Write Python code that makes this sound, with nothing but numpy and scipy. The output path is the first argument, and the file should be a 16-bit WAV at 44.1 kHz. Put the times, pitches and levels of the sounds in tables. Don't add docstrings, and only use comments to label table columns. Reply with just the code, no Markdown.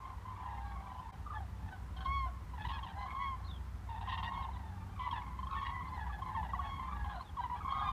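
import sys
import numpy as np
from scipy import signal
from scipy.fft import rfft, irfft, next_fast_len
from scipy.io import wavfile

SR = 44100
rng = np.random.default_rng(int(sys.argv[2]) if len(sys.argv) > 2 else 0)


def store_pcm(level_fs):
    pcm = np.round(np.clip(level_fs, -1, 1) * 32767).astype(np.int16)
    wavfile.write(sys.argv[1], SR, np.atleast_2d(pcm).T)


N = 349272
TIME = np.arange(N) / SR

# start in seconds, length in seconds, top pitch in Hz, closing
# fall as a share of pitch, roughness from 0 to 1, level in dB, second and upper harmonics in relative
# dB, windpipe resonance in Hz.
HONK_CUES = [(0.0, 0.15, 1060, 0.052, 0.54, -51, -19.5, -29, 3200),
             (0.247, 0.099, 1034, 0.055, 0.42, -48.5, -25, -31, 3200),
             (0.361, 0.22, 1010, 0.065, .5, -50, -32, -33, 3100),
             (.378, .22, 927, .08, 0.6, -53, -14, -27, 3000),
             (.47, 0.13, 825, 0.039, 0.13, -52.5, -15, -30, 3200),
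             (.585, 0.18, 817, 0.048, 0.23, -54, -7.5, -26.5, 3470),
             (0.762, 0.16, 788, 0.058, 0.6, -57, -16, -26, 3260),
             (0.818, 0.32, 1008, 0.072, 0.64, -54, -38, -25, 3200),
             (1.114, 0.038, 790, .11, .35, -57, -18, -17.5, 3100),
             (1.308, 0.083, 1212, .06, 0.53, -50.5, -34, -38, 3300),
             (1.332, 0.064, 871, 0.072, 0.27, -49, -5, -32, 3300),
             (1.381, 0.077, 793, 0.22, 0.4, -55, -16, -28, 3300),
             (1.617, 0.12, 881, 0.055, 0.9, -57, -6, -23, 3170),
             (1.706, 0.057, 766, 0.063, .2, -55.5, 1, -19.5, 3200),
             (1.953, 0.16, 767, 0.09, 0.7, -54.5, -3.5, -20.5, 3300),
             (2.054, 0.22, 1103, 0.075, .06, -37.5, -12.5, -25, 3550),
             (2.253, 0.055, 742, 0.22, 0.56, -54.5, -7, -24, 3200),
             (2.581, 0.084, 854, 0.018, 0.54, -52, -2.5, -12, 3100),
             (2.705, 0.091, 844, .08, 0.3, -54, -1.5, -5, 3150),
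             (2.689, 0.098, 1079, 0.031, .4, -47, -30, -16, 3320),
             (2.957, 0.14, 1019, 0.018, 0.22, -50.5, -9.5, -20, 3840),
             (2.947, 0.13, 817, 0.12, 0.44, -51, -13, -29, 3300),
             (3.059, 0.12, 1093, 0.029, 0.5, -48.5, -12, -32, 3200),
             (3.05, 0.082, 846, 0.12, 0.6, -62, -5, -31, 3220),
             (3.145, 0.21, 1101, 0.078, 0.15, -39.5, -16, -24.5, 3100),
             (3.184, 0.087, 1010, .11, .08, -47, -8, -27, 3200),
             (4.033, 0.053, 925, 0.043, 0.6, -52, -7, -16, 3200),
             (4.251, 0.059, 952, 0.038, 0.26, -46.5, -3, -10.5, 2800),
             (4.284, 0.2, 1084, 0.04, 0.18, -45.5, -16, -24, 3320),
             (4.297, 0.21, 975, 0.053, 0.83, -48, -28, -23.5, 3140),
             (4.997, 0.097, 1005, .025, 0.07, -49.5, -4.5, -19, 3100),
             (5.124, 0.086, 881, 0.12, 0.42, -50.5, -3, -15, 3160),
             (5.486, .09, 1290, 0.044, 0.9, -50.5, -21, -20, 3300),
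             (5.516, 0.27, 1103, 0.052, 0.25, -43.5, -19.5, -21.5, 3200),
             (5.557, 0.054, 905, .03, 0.3, -52, 8, -14, 3200),
             (5.625, 0.092, 948, 0.017, 0.6, -52.5, 0, -10, 3220),
             (5.708, 0.12, 1000, 0.044, 0.17, -49.5, -1, -35, 3300),
             (5.801, .125, 1031, 0.041, 0.37, -51.5, -8, -33, 3300),
             (5.913, 0.074, 1040, 0.144, 0.3, -48, -10.5, -27, 3880),
             (5.985, 0.065, 854, 0.048, 0.14, -52, -3, -18, 3200),
             (6.085, 0.11, 854, 0.045, 0.37, -53, -2, -22, 3300),
             (6.234, 0.098, 1025, 0.072, .3, -50, -15, -28, 3800),
             (6.263, 0.11, 876, 0.047, .4, -53, -11, -35, 3300),
             (6.581, 0.28, 1097, 0.039, .2, -48, -18, -15.5, 2950),
             (6.627, 0.083, 873, 0.12, 0.5, -53, -7, -18, 3200),
             (6.789, 0.13, 1051, 0.039, 0.4, -48, -19, -28, 3300),
             (6.86, 0.14, 1171, 0.043, 0.54, -50, -20, -29, 3270),
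             (6.93, .15, 839, 0.034, 0.35, -54.5, -3, -28, 3300),
             (7.039, 0.15, 836, 0.18, 0.54, -49.5, -8.5, -26, 3230),
             (7.4, 0.051, 794, 0.045, 0.27, -52, -5.5, -17.5, 3360),
             (7.506, 0.065, 981, 0.038, 0.18, -41, -27, -37, 3330),
             (7.55, 0.05, 826, 0.15, 0.47, -53.5, -13, -18, 3300),
             (7.672, 0.089, 1086, 0.013, 0.48, -38.5, -21, -22.5, 3160),
             (7.716, 0.16, 1092, 0.033, 0.27, -40.5, -22, -23, 3120),
             (7.723, 0.15, 1238, 0.047, 0.54, -44, -33, -24, 3300),
             (7.8, 0.095, 828, .06, 0.43, -50.5, -7, -20, 3200),
             (7.824, .11, 1205, 0.022, .17, -42, -21, -18, 3360)]
# start in seconds, syllable count, spacing in seconds, target pitch in Hz,
# roughness from 0 to 1, relative level in dB, swell from first to last in dB, brightness in dB,
# windpipe resonance in Hz.
ROLL_CUES = [(1.259, 2, 0.039, 1223, 0.42, -47, 3.5, -14, 3300),
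             (1.963, 3, 0.041, 1100, 0.36, -52.5, 6, 13, 3400),
             (3.012, 4, .045, 1114, 0.42, -47.5, 2, -1.5, 3400),
             (4.072, 4, .051, 1087, .45, -42, -2, 5.5, 3000),
             (5.387, 4, .04, 1098, 0.06, -43.5, 0, -1, 2960),
             (5.806, 2, 0.059, 1116, .35, -47.5, -5, -8, 3200),
             (6.532, 2, 0.057, 1130, 0.09, -37, 1, -14, 3200)]
# start in seconds, length in seconds, middle pitch in Hz, fall as a
# share of pitch, roughness from 0 to 1, level in dB, second and upper harmonics in relative dB.
YELP_CUES = [(2.531, 0.033, 975, .04, 0.2, -52.5, -26, -16), (2.575, 0.019, 910, 0.13, 0.5, -52, -7, -13),
             (2.645, .032, 969, 0.066, 0.6, -44.5, -12, -10),
             (2.683, 0.044, 950, 0.091, .65, -46.5, -8, -4.5),
             (2.779, 0.018, 967, 0.09, 0.5, -45, -14, -11),
             (2.826, 0.03, 1063, 0.095, 0.3, -46.5, -29, -5.5),
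             (2.861, 0.023, 940, 0.14, 0.4, -48.5, -18, -12),
             (2.88, 0.042, 797, 0.067, 0.46, -53.5, -7, -5),
             (3.887, 0.071, 906, 0.074, 0.42, -46, -20, -18),
             (3.956, 0.039, 912, 0.057, 0.65, -48.5, -15, -18.5),
             (4.006, 0.031, 902, 0.11, 0.7, -45.5, -18, -12.5),
             (4.084, 0.046, 923, 0.074, .5, -46.5, -6, -3.5), (4.116, 0.042, 934, 0.064, .38, -46, 0, 0),
             (4.173, 0.037, 933, .07, 0.33, -49, -5, -1.5), (4.229, 0.041, 910, 0.024, 0.46, -50.5, -2, 2),
             (4.988, 0.037, 1016, 0.13, 0.7, -45, -23, -14.5),
             (5.018, 0.044, 1052, 0.065, 0.54, -50.5, -26, -7),
             (5.059, 0.032, 960, 0.085, 0.6, -41.5, -17, -18),
             (5.106, 0.028, 1084, 0.043, .3, -43, -23, -7.5),
             (5.124, 0.027, 958, 0.062, 0.14, -38.5, -20, -16),
             (5.153, 0.079, 985, 0.077, 0.48, -46.5, -19, -18),
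             (5.546, 0.028, 1092, .06, 0.75, -44.5, -17, -14),
             (5.61, .025, 1020, 0.041, 0.6, -45, -22, -12), (5.654, 0.056, 986, .12, 0.7, -46, -10, -19),
             (5.945, 0.053, 828, 0.11, .35, -53.5, -20, -26),
             (5.974, 0.082, 895, 0.19, 0.47, -50.5, -6, -23),
             (6.054, 0.042, 962, 0.076, 0.5, -49, -14, -19), (6.092, .025, 1167, .08, 0.5, -50.5, -24, -24),
             (6.216, 0.021, 1072, 0.05, .15, -41.5, -34, -17),
             (6.283, 0.034, 1046, .06, 0.3, -47, -31, -27),
             (6.345, 0.03, 1075, 0.035, 0.05, -41.5, -25, -20),
             (6.359, 0.058, 890, 0.1, 0.38, -40, -12, -25), (6.425, .05, 956, 0.137, 0.56, -47.5, -16, -17),
             (6.435, 0.038, 774, 0.18, 0.5, -52, -12, -29), (6.489, 0.027, 975, .04, 0, -53.5, -3, -13),
             (6.545, 0.02, 983, 0.048, 0, -47, -9, -15), (7.038, 0.036, 1034, 0.083, 0.65, -50, -18, -14),
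             (7.092, 0.032, 1054, 0.11, 0.7, -49.5, -21, -10),
             (7.127, 0.081, 718, 0.086, 0.8, -53.5, -5, -22), (7.151, 0.025, 1020, .06, 0.4, -50, -18, -12),
             (7.195, 0.038, 1027, 0.074, 0.65, -49, -21.5, -18),
             (7.366, 0.021, 1094, 0.033, 0.1, -43, -30, -19),
             (7.381, 0.033, 966, 0.055, 0.36, -38.5, -24, -27),
             (7.432, 0.037, 984, 0.084, 0.42, -41, -19, -19.5),
             (7.496, 0.013, 962, .04, 0.3, -40.5, -19, -28),
             (7.603, 0.023, 1260, 0.031, 0.4, -49, -26, -30),
             (7.646, 0.022, 1070, 0.038, 0.3, -41, -24, -29),
             (7.884, 0.017, 1080, 0.046, .2, -36, -26, -22)]
ROLL_TIMBRE = (-31.5, 24, -13.5)
# frequency in Hz, gain
# in dB.
WINDPIPE_EQ = [(2300, -7.5), (2750, 2.5), (3300, 1.5), (3700, 1), (4200, -9), (4700, -15), (5500, -22.5),
               (6500, -25.5)]
# start in seconds, length in seconds, middle pitch in Hz, glide
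# over the note in Hz, relative level in dB.
WHISTLE_CUES = [(1.344, .055, 3400, -380, -65), (3.441, 0.041, 4150, 300, -62.5),
                (3.474, .11, 3500, -780, -59), (4.334, 0.028, 3500, -470, -61),
                (4.424, 0.034, 3696, -550, -62), (4.532, 0.034, 3620, -700, -68),
                (5.869, 0.03, 4380, 800, -69), (7.112, 0.081, 3960, 607, -68),
                (7.185, .048, 4100, 452, -65), (7.238, 0.081, 3450, -730, -67)]
# time in seconds, relative level in dB.
CHORUS_RIDE = [(0, -61.5), (.5, -53), (1.05, -56), (1.25, -62), (2.45, -64), (2.7, -52.5), (3.2, -56),
               (3.8, -65.5), (4.1, -49), (4.55, -53), (4.9, -57.5), (5.1, -47.5), (5.3, -54), (5.6, -54.5),
               (6.2, -51), (6.8, -48.5), (7.3, -61.5), (7.55, -53), (7.9, -41.5)]
# frequency in Hz, relative level in dB.
WIND_SPECTRUM = [(20, -43), (33, -22), (42, -6.5), (52, -1.5), (80, 0), (100, -5.5), (120, -12.5),
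                 (170, -12), (220, -19), (320, -27), (700, -57.5)]
# time in seconds, level in dB before buffeting.
WIND_RIDE = [(0, -54), (1.2, -50.5), (1.5, -48.5), (2.1, -46.5), (3.4, -48.5), (5.2, -48.5), (5.9, -46.5),
             (6.8, -45.5), (7.3, -50), (7.9, -45)]
# frequency in Hz, width of its wander in Hz, level in dB before the ride.
ENGINE_TONES = [(61.2, 6.436, -47.5), (95.05, 5.98, -53), (187.3, 8.54, -64.5)]
# time in seconds, gain in dB.
ENGINE_RIDE = [(0, -6), (.5, 0), (1.2, -2.5), (1.5, 2), (3.3, -3.5), (3.9, 2), (7.9, -2)]
# frequency in Hz, relative level in dB.
AIR_SPECTRUM = [(20, -22), (100, 2.5), (250, -2.5), (400, -4.5), (600, -6.5), (1200, -2.5), (2500, -15.5),
                (5000, -22), (7500, -25.5), (9500, -27.5), (15000, -32.5)]
# time in seconds, half width in seconds, depth in dB.
LEVEL_DIP = (1.117, 0.012, -17)

PIPE_HZ, YELP_PIPE_HZ = 3300, 3180
REFERENCE_HZ, SECOND_DB_PER_OCTAVE = 1000, -35


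def adults(roll_trim_db=-1):
    out = np.zeros(N)
    for start, count, spacing, hz, rough, db, swell_db, bright_db, pipe_hz in ROLL_CUES:
        call = roll(count, spacing, hz, rough, swell_db, bright_db, pipe_hz)
        add(out, start, undb(db + roll_trim_db) * call)
    for start, length, hz, fall, rough, db, second_db, upper_db, pipe_hz in HONK_CUES:
        add(out, start, undb(db) * honk(length, hz, fall, rough, second_db, upper_db, pipe_hz))
    for start, length, hz, fall, rough, db, second_db, upper_db in YELP_CUES:
        yelp = syllable(length, hz, fall, rough, second_db, upper_db, YELP_PIPE_HZ,
                        attack=.0074, release=.017)
        add(out, start, undb(db) * yelp)
    return out


def honk(length, hz, fall, rough, second_db, upper_db, pipe_hz, harmonics=6):
    attack, release = .0065, .04
    crest, fade_db, bloom_db = .41, -6, 8
    t = np.arange(int((length + release / 2) * SR)) / SR
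    slack = ((t / length - crest) / (1 - crest)) ** 2
    pitch = hz * (1 - fall * slack)
    bright_db = bloom_db * (np.sin(np.pi * np.minimum(t / length, 1)) ** 2 - .7)
    voice = syrinx(pitch, rough, second_db + bright_db, upper_db + 1.2 * bright_db, pipe_hz, harmonics)
    wobble_db = (6 * rough - .4) * flutter(len(t), 32, 21)
    return voice * unit(envelope(t, length, attack, release) * undb(fade_db * slack + wobble_db))


def roll(count, spacing, hz, rough, swell_db, bright_db, pipe_hz, climb=.0133, slur_per_s=1.73):
    out = np.zeros(int((count * spacing + .1) * SR))
    length = .014 + .041 * rough
    base_second_db, rough_lift_db, base_upper_db = ROLL_TIMBRE
    for k in range(count):
        pitch = hz * (1 - climb * (count - k))
        db = swell_db * (k - (count - 1) / 2) / max(count - 1, 1)
        tilt_db = bright_db - db
        low_voice_db = SECOND_DB_PER_OCTAVE * np.log2(pitch / REFERENCE_HZ)
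        second_db = base_second_db + rough_lift_db * rough + low_voice_db + tilt_db / 2
        upper_db = base_upper_db + tilt_db
        beat = syllable(length, pitch, slur_per_s * length, rough, second_db, upper_db, pipe_hz)
        add(out, k * spacing, undb(db) * beat)
    return out


def syllable(length, hz, fall, rough, second_db, upper_db, pipe_hz,
             attack=.0049, release=.025, fade_db=-5):
    t = np.arange(int((length + release / 2) * SR)) / SR
    pitch = hz * (1 - fall * (t / length - .5))
    voice = syrinx(pitch, rough, second_db, upper_db - 7.5, pipe_hz)
    ring = rough * undb(upper_db - 3) * flutter(len(t), pipe_hz, width_hz=520)
    return (voice + ring) * unit(envelope(t, length, attack, release) * undb(fade_db * t / length))


def syrinx(hz, rough, second_db, upper_db, pipe_hz, harmonics=6, rasp_hz=88):
    n = len(hz)
    jitter = .024 * rough * flutter(n, 61, 54.5)
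    waver = .0038 * flutter(n, 0, 30)
    phase = 2 * np.pi * np.cumsum(hz * (1 + jitter + waver)) / SR
    flap = np.exp(.98 * rough * np.tanh(flutter(n, rasp_hz, 56) / .92))
    uppers_db = [upper_db + np.interp(k * hz * PIPE_HZ / pipe_hz, *np.transpose(WINDPIPE_EQ))
                 for k in range(3, harmonics + 1)]
    tone = 0
    for k, db in enumerate([0, second_db] + uppers_db, 1):
        fray = .48 * rough * (k / 2) ** .52 * flutter(n, k * np.mean(hz), 165 * np.sqrt(k))
        shimmer_db = 1.38 * k ** .52 * flutter(n, 0, 30)
        tone = tone + unit(np.sin(k * phase) + fray) * undb(db + shimmer_db)
    return unit(tone * flap)


def juveniles(quaver=.022, tremble=.38, hoarse=.18, hoarse_hz=260, trim_db=-1):
    out = np.zeros(N)
    for start, length, middle_hz, glide_hz, db in WHISTLE_CUES:
        n = int(length * SR)
        progress = np.linspace(0, 1, n)
        hz = (middle_hz + glide_hz * (progress - .5)) * (1 + quaver * flutter(n, 90, 70))
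        swell = np.sqrt(progress * (1 - progress)) * np.exp(tremble * flutter(n, 50, 50))
        phase = 2 * np.pi * np.cumsum(hz) / SR + hoarse * flutter(n, hoarse_hz, hoarse_hz)
        add(out, start, undb(db + trim_db) * unit(np.sin(phase) * swell))
    return out


def far_flock(count=210, centre_hz=930, spread=.308, blur_db=-7, trim_db=-.5):
    out = np.zeros(N)
    for k, (when, span, pace) in enumerate(rng.random((count, 3))):
        hz = centre_hz * np.exp(spread * np.tanh(rng.standard_normal() / 2.3))
        call = honk(.08 + .12 * span, hz, fall=.0979, rough=.43, second_db=-12, upper_db=-24,
                    pipe_hz=PIPE_HZ, harmonics=4)
        rattle_hz = 24 * (.701 + .615 * pace)
        rattle = np.exp(np.cos(2 * np.pi * rattle_hz * np.arange(len(call)) / SR))
        add(out, (k + when) / count * N / SR - .1, call * rattle)
    return unit(out + undb(blur_db) * land_echo(out)) * undb(curve(CHORUS_RIDE) + trim_db)


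def bill_and_air(x, low_hz=575, high_hz=6500):
    return signal.sosfilt(signal.butter(4, [low_hz, high_hz], "band", fs=SR, output="sos"), x)


def land_echo(x, t60=1.0, dull_hz=2200, near_s=.03, near_db=5, predelay_s=.005):
    t = np.arange(SR) / SR
    decay = np.exp(-np.log(1000) * t / t60) + undb(near_db) * np.exp(-t / near_s)
    tail = rng.standard_normal(SR) * decay * (t > predelay_s)
    tail = signal.sosfilt(signal.butter(2, dull_hz, fs=SR, output="sos"), tail / np.linalg.norm(tail))
    return signal.fftconvolve(x, tail)[:N]


def wind(buffet_db=2):
    return coloured(WIND_SPECTRUM) * undb(curve(WIND_RIDE) + buffet_db * flutter(N, 4.2, 11))


def engine(waver_db=3.6):
    drone = 0
    for hz, width_hz, db in ENGINE_TONES:
        phase = 2 * np.pi * np.cumsum(hz + width_hz / 2 * flutter(N, 0, 2.97)) / SR
        drone = drone + undb(db) * unit(np.sin(phase) * undb(waver_db * flutter(N, 0, 2.03)))
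    return drone * undb(curve(ENGINE_RIDE))


def air(level_db=-60):
    return undb(level_db) * coloured(AIR_SPECTRUM)


def flutter(n, hz, width_hz):
    size = next_fast_len(n + 4096)
    f = np.arange(size // 2 + 1) * SR / size
    band = np.exp(-.5 * ((f - hz) / width_hz) ** 2)
    return unit(irfft(rfft(rng.standard_normal(size)) * band, size))[:n]


def coloured(points):
    hz, db = np.transpose(points)
    size = next_fast_len(N)
    f = np.maximum(np.arange(size // 2 + 1) * SR / size, 1)
    gain = undb(np.interp(np.log(f), np.log(hz), db))
    return unit(irfft(rfft(rng.standard_normal(size)) * gain, size)[:N])


def envelope(t, length, attack, release):
    rise = np.sin(np.pi / 2 * np.clip(t / attack, 0, 1)) ** 2
    fall = np.sin(np.pi / 2 * np.clip((length - t) / release + .5, 0, 1)) ** 2
    return rise * fall


def curve(rows):
    return np.interp(TIME, *np.transpose(rows))


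def add(out, start, sound):
    i = max(0, int(start * SR))
    part = sound[:max(0, N - i)]
    out[i:i + len(part)] += part


def undb(db):
    return 10 ** (np.asarray(db) / 20)


def unit(x):
    return x / np.sqrt(np.mean(x ** 2) + 1e-18)


def scene(echo_db=-15):
    flock = bill_and_air(adults() + juveniles() + far_flock())
    return (flock + undb(echo_db) * land_echo(flock) + wind() + engine() + air())[None]


def record(dry, fade_s=.004, top_hz=15300):
    fades = np.minimum(np.minimum(TIME, TIME[-1] - TIME) / fade_s, 1)
    when, half_width, dip_db = LEVEL_DIP
    dip = undb(dip_db * np.maximum(1 - abs(TIME - when) / half_width, 0))
    treble_cut = signal.ellip(10, .2, 60, top_hz, fs=SR, output="sos")
    return signal.sosfilt(treble_cut, dry * fades * dip)


dry = scene()
out = record(dry)
store_pcm(out)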